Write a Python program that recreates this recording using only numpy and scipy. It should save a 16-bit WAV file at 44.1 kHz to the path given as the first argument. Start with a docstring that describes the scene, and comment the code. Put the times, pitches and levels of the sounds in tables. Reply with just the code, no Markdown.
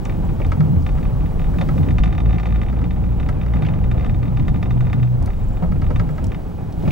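"""Inside a car rolling slowly through town: the road shakes the body into a boom, a drumming floor and tyre
roar. All three are shaped noise; the engine hums in three wavering sines, the tyres add a faint whine, and
bumps ring panels. Two loose pieces of trim rattle as struck sets of modes, among noise clicks, thumps and rough
little chirps. A camera microphone pair spreads the sound; over it lie hiss and a thin high whine at 15.7 kHz
that buzzes at 60 Hz, and one hears that whine throb about 13 times a second."""
import sys
import numpy as np
from scipy import signal
from scipy.fft import rfft, irfft, next_fast_len
from scipy.io import wavfile

SR = 44100
rng = np.random.default_rng(int(sys.argv[2]) if len(sys.argv) > 2 else 0)


def bounce(signal):
    """Save signal as a 16-bit WAV file at the path given by the first command-line argument."""
    frames = np.transpose(np.atleast_2d(signal))
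    limited = np.clip(frames, -1, 1)
    pcm = np.round(limited * 32767).astype(np.int16)
    wavfile.write(sys.argv[1], SR, pcm)


N = 304731

# The engine's pull. Each row: time in seconds, firing rate in Hz, load (level of the first order) in dB,
# second order in dB over the first.
ENGINE_LOAD = [(0, 42.3, -26, -1), (.3, 42.3, -30, -11), (.48, 43.7, -15, -4.5), (.65, 45.16, -40, -14),
               (.9, 46.03, -22, -8), (1.75, 48.84, -34, 2.5), (2.06, 53.24, -12, -17),
               (2.17, 54.34, -26, 0), (2.27, 55.1, -12, -8), (2.4, 55.36, -22.5, -18),
               (2.54, 55.76, -13.5, -11.5), (2.65, 55.97, -24.5, -4), (2.73, 56.1, -17.5, -7),
               (2.96, 56.5, -27, -0.5), (3.12, 57.3, -14.5, -8.5), (3.33, 58.4, -27.5, 1),
               (3.42, 58.26, -19, -7.5), (3.54, 58.86, -16.5, -8), (3.72, 59.47, -29, 2.5),
               (3.88, 59.66, -18.5, -10), (4.0, 59.8, -18.5, -7), (4.1, 60.28, -26.5, 1),
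               (4.2, 60.6, -26.5, 10), (4.45, 61.2, -24, 1.5), (4.65, 60.5, -21.5, -4),
               (4.8, 61.8, -26.5, 11), (4.9, 61.5, -36, 10), (5.05, 62.13, -23, 9), (5.19, 62.46, -31, 12),
               (5.3, 54.94, -34, -1.5), (5.75, 48.05, -35, -2), (6.0, 48.2, -18, -7.5), (6.5, 47, -44, -11),
               (6.91, 43.6, -47, -4)]


def amp(db):
    """dB to gain."""
    return 10 ** (np.asarray(db) / 20)


def rms_one(x):
    """Scale to rms 1."""
    return x / np.sqrt(np.mean(x ** 2) + 1e-20)


def in_time(rows):
    """Columns of a curve drawn over time, one value a sample."""
    s, *columns = np.transpose(rows)
    return [np.interp(np.arange(N) / SR, s, column) for column in columns]


def at_hz(points, hz, column=1):
    """A curve over frequency, read on a log-frequency axis."""
    points = np.array(points)
    return np.interp(np.log(hz + 1), np.log(points[:, 0]), points[:, column])


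def drift(rate_hz):
    """Slow random wander of rms 1: noise through two equal low-pass poles at rate_hz."""
    step = 40  # computed at a fortieth of the sample rate
    r = np.exp(-2 * np.pi * rate_hz * step / SR)
    noise = rng.standard_normal(N // step + 2002)
    slow = signal.lfilter([1], [1, -2 * r, r * r], noise)[2000:]  # drop the filter's start
    return np.interp(np.arange(N) / step, np.arange(len(slow)), rms_one(slow))


def coloured(spectrum, peaks=()):
    """Two unrelated noises of one colour, with resonances added in power; rms 1."""
    hz = np.fft.rfftfreq(N, 1 / SR)
    power = amp(at_hz(spectrum, hz)) ** 2
    for centre_hz, width_hz, db in peaks:
        power = power + amp(db) ** 2 / (1 + (2 * (hz - centre_hz) / width_hz) ** 2) ** 2
    noise = rng.standard_normal((2, N))
    return rms_one(irfft(rfft(noise) * np.sqrt(power), N))


def ring(pulses, hz, t60):
    """A two-pole resonator: a unit pulse sets a sine of height 1 ringing, 60 dB down after t60 seconds."""
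    r, w = amp(-60 / (t60 * SR)), 2 * np.pi * hz / SR
    return signal.lfilter([0, np.sin(w)], [1, -2 * r * np.cos(w), r * r], pulses + 1e-18)


def struck(hits, modes, lag_s, swell_s, spread_db, level_db, crack_db, crack_hz, cycles, scatter_s):
    """Every hit rings all modes, each swelling in, and cracks; bending waves bring low modes later."""
    s, peak_db = np.transpose(hits)
    strength, late = rng.standard_normal((2, len(hits), len(modes)))
    out = np.zeros(N)
    for k, (hz, db, t60, *slow_swell) in enumerate(modes):
        # the delay is half lag_s at 1 kHz and nothing at 4 kHz, give or take scatter_s
        arrival = s + lag_s * (np.sqrt(1000 / hz) - .5) + scatter_s * late[:, k]
        at = np.clip(arrival * SR, 0, N - 1).astype(int)
        pulses = np.zeros(N)
        pulses[at] = amp(peak_db + db + level_db + spread_db * strength[:, k]) * (-1) ** k
        # a short ring taken from a long one gives a soft onset
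        swell_t60 = max([swell_s * 1000 / hz, *slow_swell])
        out += ring(pulses, hz, min(t60, cycles / hz)) - ring(pulses, hz, swell_t60)
    # the contact itself cracks: broad noise that dies in about 10 ms and grows faster than the blow
    pulses = np.zeros(N)
    pulses[(s * SR).astype(int)] = amp(1.38 * (peak_db + 26) + crack_db)
    fade = signal.lfilter([1], [1, -np.exp(-1 / (0.0096 * SR))], pulses + 1e-18)
    band = signal.butter(2, [crack_hz / 3, crack_hz * 1.8], "band", fs=SR, output="sos")
    return out + fade * rms_one(signal.sosfilt(band, rng.standard_normal(N)))


def road():
    """Rough tarmac drives the boom, the floor pan with its panels, and the tread roar; all surge unevenly."""
    # Road excitation. Each row: time in seconds, boom, floor pan and tyre roar levels in dB.
    excitation = [(0.0, -27.5, -25.5, -33.5), (0.5, -21.5, -20.5, -32.5), (0.67, -37, -19, -32),
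                  (0.79, -21, -15, -33), (0.85, -19, -22.5, -33.5), (1.23, -27, -20.5, -33.5),
                  (1.29, -20, -25.5, -35), (1.44, -18, -21.5, -33), (1.73, -18, -17, -31.5),
                  (1.81, -42, -14.5, -30.5), (1.96, -16.5, -18, -32.5), (2.23, -29, -20.5, -32.5),
                  (3.31, -18, -21, -33.5), (3.5, -34, -21.5, -33.5), (3.56, -21, -18, -32.5),
                  (4.0, -20, -20, -32), (4.22, -23.5, -19, -34), (4.85, -18.5, -21.5, -33.5),
                  (4.98, -28, -18.5, -35), (5.1, -32, -30, -38), (5.24, -16, -19.5, -32.5),
                  (5.37, -21.5, -29, -37), (5.74, -20, -22, -33.5), (6.16, -27, -21.5, -34.5),
                  (6.24, -26.5, -23, -32), (6.27, -26, -18, -33), (6.33, -30, -27, -37),
                  (6.76, -27.5, -27.5, -36.5), (6.89, -27, -14.5, -27.5), (6.91, -40, -26.5, -32)]
    # Suspension and cabin boom, drumming floor, tread roar through the body.
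    # Each row: frequency in Hz, relative level per Hz in dB.
    boom_colour = [(8.8, -48), (15, -12), (38, 5), (70, -3.5), (120, -12), (160, -53), (260, -120)]
    pan_colour = [(32, -33), (55, -2), (108, 2), (157, -4.5), (175, -1.5), (200, -4.5), (320, -16),
                  (420, -41), (700, -120)]
    tyre_colour = [(120, -63), (200, -8), (334, -11), (513, -12.5), (603, -17), (790, -16), (1060, -26),
                   (1180, -26), (1870, -36), (2420, -37), (5000, -63.5), (6500, -83), (11000, -120)]
    # Slow body mode added to the boom, then panel modes added to the floor pan.
    # Each row: centre in Hz, width in Hz, level in dB on the scale of that colour.
    body_bounce = [(26.5, 11, 7)]
    panels = [(86, 11, 0.5), (152.7, 14.7, 3.5), (175, 3.6, 1.5)]
    lumps_db = 1.5  # random surges of each layer
    boom_db, pan_db, tyre_db = in_time(excitation)
    surge = drift(5.4)
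    boom = amp(boom_db + lumps_db * drift(3.2)) * coloured(boom_colour, body_bounce)
    pan = amp(pan_db + lumps_db * surge) * coloured(pan_colour, panels)
    # the roar shares a little of the floor's surge
    tyres = amp(tyre_db + lumps_db * (0.13 * surge + drift(21.0))) * coloured(tyre_colour)
    return boom + pan + tyres


def engine():
    """The first three orders of the firing rate as sines that waver in level and together in pitch."""
    third_db = -10.5  # over the first order
    waver_db, waver_hz, speed_waver = 2.0, 7.0, .008
    firing_hz, load_db, second_db = in_time(ENGINE_LOAD)
    turn = 2 * np.pi * np.cumsum(firing_hz * (1 + speed_waver * drift(3.68))) / SR
    hum = np.zeros(N)
    for order, db in enumerate([0, second_db, third_db], start=1):
        tone = amp(waver_db * drift(waver_hz)) * np.sin(order * turn)
        hum += amp(load_db + db) * rms_one(tone)
    return hum


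def tyre_whine():
    """The tyres' faint whine: a sine that glides and flutters in pitch and wavers in level."""
    # Each row: time in seconds, pitch in Hz, level in dB.
    glide = [(.5, 1160, -61), (.8, 1151, -53), (1.3, 1138, -51), (1.6, 1159, -50), (2.0, 1160, -89),
             (2.4, 1232, -60), (2.9, 1211, -70)]
    waver_db = 3.0
    whine_hz, whine_db = in_time(glide)
    phase = 2 * np.pi * np.cumsum(whine_hz * (1 + 0.0026 * drift(28))) / SR
    return amp(whine_db + waver_db * drift(15)) * np.sin(phase)


def bumps():
    """Each bump is a soft push: one body panel swells in over about a cycle and dies away."""
    # Each row: start in seconds, level in dB, panel pitch in Hz.
    pushes = [(0.371, -14, 111), (.405, -16, 43.8), (.44, -25, 80.6), (0.541, -16, 175),
              (0.595, -2.5, 154.6), (.69, -10, 138.5), (0.764, -5, 77.5), (.84, -11, 42), (.93, -10, 54.6),
              (1.11, -12.5, 128), (1.19, -10, 47.7), (1.22, -18, 89.6), (1.574, -9, 161),
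              (1.762, -17, 203.6), (1.799, -16, 105.3), (1.9, -11.5, 83), (3.12, -15.5, 183),
              (3.56, -16, 188), (5.19, -7.5, 39.27), (5.202, -8.5, 84.6), (5.623, -7, 169.5),
              (5.699, -11, 180), (5.725, -14, 143), (5.86, -6, 48), (5.96, -8.5, 113.4),
              (5.999, -10, 170.9), (6.235, -7, 45.5), (6.244, -10.5, 104), (6.829, -14.5, 145.6),
              (6.874, -15.5, 221.4)]
    t60_s = 0.28
    out, t = np.zeros(N + SR), np.arange(SR // 2) / SR
    for s, db, hz in pushes:
        shape = (1 - np.exp(-t * hz / 0.9)) * amp(-60 * t / t60_s)
        out[int(s * SR):][:len(t)] += amp(db) * shape * np.sin(2 * np.pi * hz * t)
    return out[:N]


def chatter():
    """Faint random taps of the trim, denser under engine load, as rows of seconds and dB."""
    full_load_per_s, level_db, spread_db = 20, -47, 1.5
    load_db = in_time(ENGINE_LOAD)[1]
    chance = full_load_per_s * amp(load_db - load_db.max()) / SR
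    at = np.flatnonzero(rng.random(N) < chance)
    return list(zip(at / SR, level_db + spread_db * rng.standard_normal(len(at))))


def dashboard_trim():
    """Loose trim taps and chatters; foam behind it stops every mode within 90 cycles."""
    # Each row: time in seconds, strength of the tap in dB.
    taps = [(0.0543, -29), (0.0957, -32), (0.1221, -38.5), (0.1476, -43), (0.2897, -37), (0.447, -30),
            (0.6906, -47), (0.864, -26.5), (0.8899, -32), (0.9752, -41), (1.0281, -33), (1.052, -35),
            (1.0964, -46), (1.2057, -39), (1.2585, -34), (1.3946, -32), (1.4172, -35), (1.4418, -33),
            (1.4671, -41), (1.5209, -47), (1.5849, -27.5), (1.6118, -23.5), (1.7784, -31.5),
            (1.8306, -32.5), (1.8647, -40), (1.8861, -30.5), (1.9066, -28.5), (1.9829, -23), (2.0034, -36),
            (2.0355, -22), (2.0567, -28), (2.0748, -32), (2.105, -40), (2.1259, -29.5), (2.149, -33),
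            (2.1796, -27.5), (2.2024, -29.5), (2.2576, -33), (2.2922, -30.5), (2.3064, -33.5),
            (2.329, -30.5), (2.3431, -34), (2.3584, -37), (2.383, -29), (2.397, -29), (2.4309, -30.5),
            (2.4558, -27), (2.4674, -32.5), (2.488, -38), (2.5052, -36), (2.5229, -31.5), (2.5453, -35),
            (2.5577, -31), (2.591, -40), (2.615, -28.5), (2.6314, -33), (2.6632, -37), (2.6843, -34),
            (2.6974, -36), (2.7666, -42), (2.7891, -36), (2.8403, -32), (2.8524, -41), (2.9071, -31.5),
            (2.9294, -46), (2.9617, -42), (3.039, -36), (3.0622, -42), (3.0894, -44), (3.1103, -46),
            (3.1293, -46), (3.1986, -30.5), (3.2294, -33.5), (3.2625, -37), (3.3263, -39), (3.3685, -46),
            (3.4131, -33), (3.4319, -37), (3.483, -37.5), (3.5359, -29), (3.5673, -33.5), (3.5872, -43),
            (3.6217, -28), (3.6322, -34), (3.686, -29.5), (3.7369, -33.5), (3.7871, -42), (3.8402, -33),
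            (3.913, -28.5), (3.9429, -47), (3.9775, -32), (3.9958, -33.5), (4.0084, -34), (4.0267, -40),
            (4.0455, -29.5), (4.0613, -32), (4.0947, -32), (4.144, -34), (4.2288, -31.5), (4.2547, -36.5),
            (4.2786, -36.5), (4.3435, -47), (4.3705, -30.5), (4.3964, -31.5), (4.4268, -50), (4.4493, -42),
            (4.4806, -25.5), (4.5428, -34), (4.5585, -33.5), (4.5735, -43), (4.6272, -26), (4.6571, -33.5),
            (4.7066, -29), (4.7204, -43), (4.776, -41), (4.8065, -27.5), (4.8509, -38), (4.8688, -34.5),
            (4.8973, -36.5), (4.9297, -24.5), (4.9979, -38.5), (5.0291, -28), (5.0739, -42.5),
            (5.3028, -34.5), (5.3323, -41), (5.4126, -43), (5.5692, -36.5), (5.8411, -36), (5.8641, -33.5),
            (5.9589, -27), (6.0701, -47), (6.318, -31), (6.3458, -31.5)]
    # Each row: mode in Hz, relative level in dB, t60 in seconds,
    # and for one that swells in slowly the t60 of the swell in seconds.
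    modes = [(748, 5.8, 0.034), (996, -0.5, 0.02), (1203, 1.5, 0.031), (1433, -4, 0.037),
             (1794, -2.5, 0.02), (2030, -0.5, 0.028), (2366, -2.5, 0.022), (2610, -2, 0.019),
             (2990, -8, 0.02), (3000, -13.5, 0.017), (3640, 1.77, .028, .015), (3600, -32, 0.025),
             (3000, -16.5, 0.019), (4850, -39, .02), (5660, -36, .02), (5770, -30, .02)]
    return struck(taps + chatter(), modes, lag_s=0.0043, swell_s=0.004, spread_db=1.5, level_db=-3,
                  crack_db=-42.5, crack_hz=2220, cycles=90, scatter_s=.00003)


def loose_part():
    """A hollower loose part knocks; damping stops its modes within 60 cycles."""
    # Each row: time in seconds, strength of the knock in dB.
    knocks = [(.5182, -30.5), (.605, -33.5), (.9822, -40), (1.6873, -33.5), (2.7261, -43), (2.8154, -43),
              (3.2879, -32.5), (3.4622, -40.5), (3.5573, -42), (5.2727, -40.5), (5.6359, -43),
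              (5.7205, -40), (5.8175, -37), (5.9051, -36.5), (5.9959, -31), (6.0891, -39.5), (6.1796, -37)]
    # Each row: mode in Hz, relative level in dB, t60 in seconds.
    modes = [(589, 7.5, 0.034), (779, -12, 0.088), (943, -3, 0.035), (1223, 2, 0.017), (1307, -2.5, 0.076),
             (1618, -8, 0.048), (1927, -10.5, 0.094), (2053, -10.5, 0.071), (2270, -15, 0.044),
             (2740, -18, 0.06), (2940, -25.5, 0.085), (3670, -36, 0.026), (3890, -31, 0.032),
             (4660, -20.5, 0.09), (5030, -23, 0.019), (5550, -24, 0.054), (6380, -27, 0.09)]
    return struck(knocks, modes, lag_s=0.00327, swell_s=0.014, spread_db=0.0, level_db=12.5,
                  crack_db=-32.5, crack_hz=2200, cycles=60, scatter_s=.0003)


def clicks():
    """Dry clicks, scrapes and thumps: short bursts of band-passed noise, the lower ones dying more slowly."""
    # Each row: start in seconds, level in dB, centre in Hz, width in octaves.
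    bursts = [(0.051, -33, 5930, 0.74), (.094, -36, 2260, 0.34), (.398, -23, 386, 1.1),
              (.401, -46, 1760, 0.65), (0.416, -29.5, 2240, 0.33), (.465, -42, 5500, 1.2),
              (.822, -44, 4900, .58), (1.539, -39, 1592, 0.24), (1.557, -25.5, 328, 0.9),
              (1.607, -23, 396, 1.9), (1.76, -27.5, 552, 0.49), (1.849, -31, 475, .7),
              (1.869, -24.5, 330, 0.97), (3.291, -38, 8040, 1.5), (3.648, -34, 1900, 0.9),
              (3.655, -38, 2290, 0.61), (3.6626, -32.5, 2440, 0.71), (5.225, -40, 5820, 1.3),
              (5.259, -34.5, 6380, 1.6), (5.622, -25, 630, 0.98), (5.639, -30, 500, .8),
              (5.903, -23, 328, 1.44), (6.241, -32.5, 5360, 1.5), (6.267, -38, 5810, 0.82),
              (6.724, -43, 3500, 1.5), (6.823, -46, 1170, 3.4), (6.833, -26, 320, 1.3),
              (6.854, -40, 1936, 0.79), (6.877, -30, 1790, 1.2), (6.877, -20.5, 364, 1.14),
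              (6.905, -26, 2360, 0.51)]
    t60_at_1khz_s, t60_slope, longest_t60_s = 0.099, -1.01, 0.13
    out, t = np.zeros(N + 4096), np.arange(4096) / SR
    for s, db, hz, octaves in bursts:
        half_width = 2 ** (octaves / 2)
        edges_hz = [hz / half_width, min(hz * half_width, 15500)]
        band = signal.butter(2, edges_hz, "band", fs=SR, output="sos")
        noise = rms_one(signal.sosfilt(band, rng.standard_normal(4096)))
        t60_s = min(t60_at_1khz_s * (hz / 1000) ** t60_slope, longest_t60_s)
        shape = np.minimum(t / 0.002, 1) * amp(-60 * t / t60_s)
        out[int(s * SR):][:4096] += amp(db) * shape * noise
    return out[:N]


def chirps():
    """Brief high notes, roughened by a random walk of phase, in even runs that swell towards the middle."""
    # Each row: start in seconds, length of the run in seconds, level in dB, pitch in Hz.
    runs = [(0.249, 0.022, -47, 7470), (0.903, 0.16, -49, 8000), (5.346, 0.29, -46, 7450),
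            (6.107, 0.064, -46, 7700)]
    every_s, spread_hz = .0458, 110
    out, t = np.zeros(N + 2048), np.arange(2048) / SR
    shape = t / 0.0074 * np.exp(1 - t / 0.0029)
    for start, length, db, hz in runs:
        count = int(round(length / every_s)) + 1
        for k, swell in enumerate(np.hanning(count + 2)[1:-1]):
            noise = rng.standard_normal(2048)
            note_hz = hz + spread_hz * noise[0]
            note = np.sin(2 * np.pi * note_hz * t + 0.09 * np.cumsum(noise))
            out[int((start + k * every_s) * SR):][:2048] += amp(db) * swell * shape * note
    return out[:N]


def cabin(x):
    """Dense short reflections off glass and seats: decaying noise, an unrelated pattern for each side."""
    t60_s, level_db = 0.085, -8
    t = np.arange(int(.12 * SR)) / SR
    fade = amp(-60 * t / t60_s) * np.minimum(t / 0.00099, 1)
    echoes = rng.standard_normal((2, len(t))) * fade
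    echoes /= np.sqrt(np.sum(echoes ** 2, axis=1, keepdims=True))
    return amp(level_db) * signal.fftconvolve(x[None], echoes, axes=1)[:, :N]


def hiss_gain():
    """The moving level of the hiss, as a gain."""
    # Each row: time in seconds, level in dB.
    levels = [(0, -57), (1.38, -57.5), (1.81, -54.5), (2.02, -61), (4.39, -60.5), (6.25, -59), (6.72, -60),
              (6.91, -53.5)]
    return amp(in_time(levels)[0])


def hiss():
    """Two unrelated steady noises, brightest around 3 kHz."""
    # Each row: frequency in Hz, relative level per Hz in dB.
    colour = [(1800, -21), (3000, -3.5), (4800, -9), (9000, -13.5), (14500, -16), (15800, -23.5)]
    return coloured(colour)


def scan_whine():
    """The camera's line-scan whine, a high sine with a 60 Hz buzz; one also hears a throb of 13 a second."""
    scan_hz, frame_hz, buzz_db = 15734.3, 59.94, -15
    throb_hz, throb_depth = 13.01, .48
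    t = np.arange(N) / SR
    harmonics = sum(np.cos(2 * np.pi * k * frame_hz * t) / np.sqrt(k) for k in range(1, 7))
    buzz = 1 + amp(buzz_db) * harmonics
    throb = 1 - throb_depth * np.cos(2 * np.pi * throb_hz * (t + .0142))
    return buzz * throb * np.sin(2 * np.pi * scan_hz * t)


def microphones(common, apart, direct):
    """The right capsule leads in phase; diffuse sound has a part that differs in sign between the sides."""
    # Each row: frequency in Hz, left-right likeness from 0 to 1, radians the right leads.
    pair = [(25, 0.99, 0.7), (61, 1, 0.74), (125, 0.99, 1.22), (188, 0.93, 1.48), (324, 0.86, 1.56),
            (480, 0.98, 1.54), (685, 0.91, 1.48), (960, 0.9, 0.93), (1480, 0.78, 0.91), (2190, 0.5, 0.49),
            (3170, 0.72, 0.41), (4530, 0.8, 0.82), (9050, 1, 0.47), (14000, 0.98, 0.0)]
    # Each row: frequency in Hz, left over right in dB.
    balance = [(60, 0.5), (150, -0.5), (380, -0.5), (950, -2.5), (2380, 0), (5980, 0), (15000, 0)]
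    edge = 4096  # mirrored margin around the sound
    size = next_fast_len(N + 2 * edge)
    margins = ((0, 0), (edge, size - N - edge))
    padded = np.pad([common, apart, direct], margins, "reflect", reflect_type="odd")
    common, apart, direct = rfft(padded)
    hz = np.fft.rfftfreq(size, 1 / SR)
    alike = np.clip(at_hz(pair, hz), 0, 1)
    # half the lead and half the level difference go to each side
    lead = np.exp(.5j * at_hz(pair, hz, column=2)) / amp(at_hz(balance, hz) / 2)
    mid = common * np.sqrt((1 + alike) / 2) + direct
    side = apart * np.sqrt((1 - alike) / 2)
    return irfft(np.array([(mid + side) / lead, (mid - side) * lead]), size)[:, edge:edge + N]


def scene():
    """All sources as they reach the two capsules."""
    rattles = dashboard_trim() + loose_part() + clicks() + chirps()
    direct = engine() + tyre_whine() + bumps() + rattles
    gain = hiss_gain()
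    common, apart = road() + gain * hiss()
    echoes = cabin(rattles) * [[1], [-1]]
    scan = gain * amp(-4) * scan_whine()  # rises and falls with the hiss
    return microphones(common, apart, direct) + echoes + scan


def record(dry):
    """Peaks are pressed under a firm ceiling, then a steep low-pass cuts the top."""
    ceiling, cutoff_hz = .55, 15790
    held = dry / (1 + (dry / ceiling) ** 4) ** .25
    cut = signal.ellip(12, .5, 70, cutoff_hz, fs=SR, output="sos")
    return signal.sosfilt(cut, held)


dry = scene()
out = record(dry)
bounce(out)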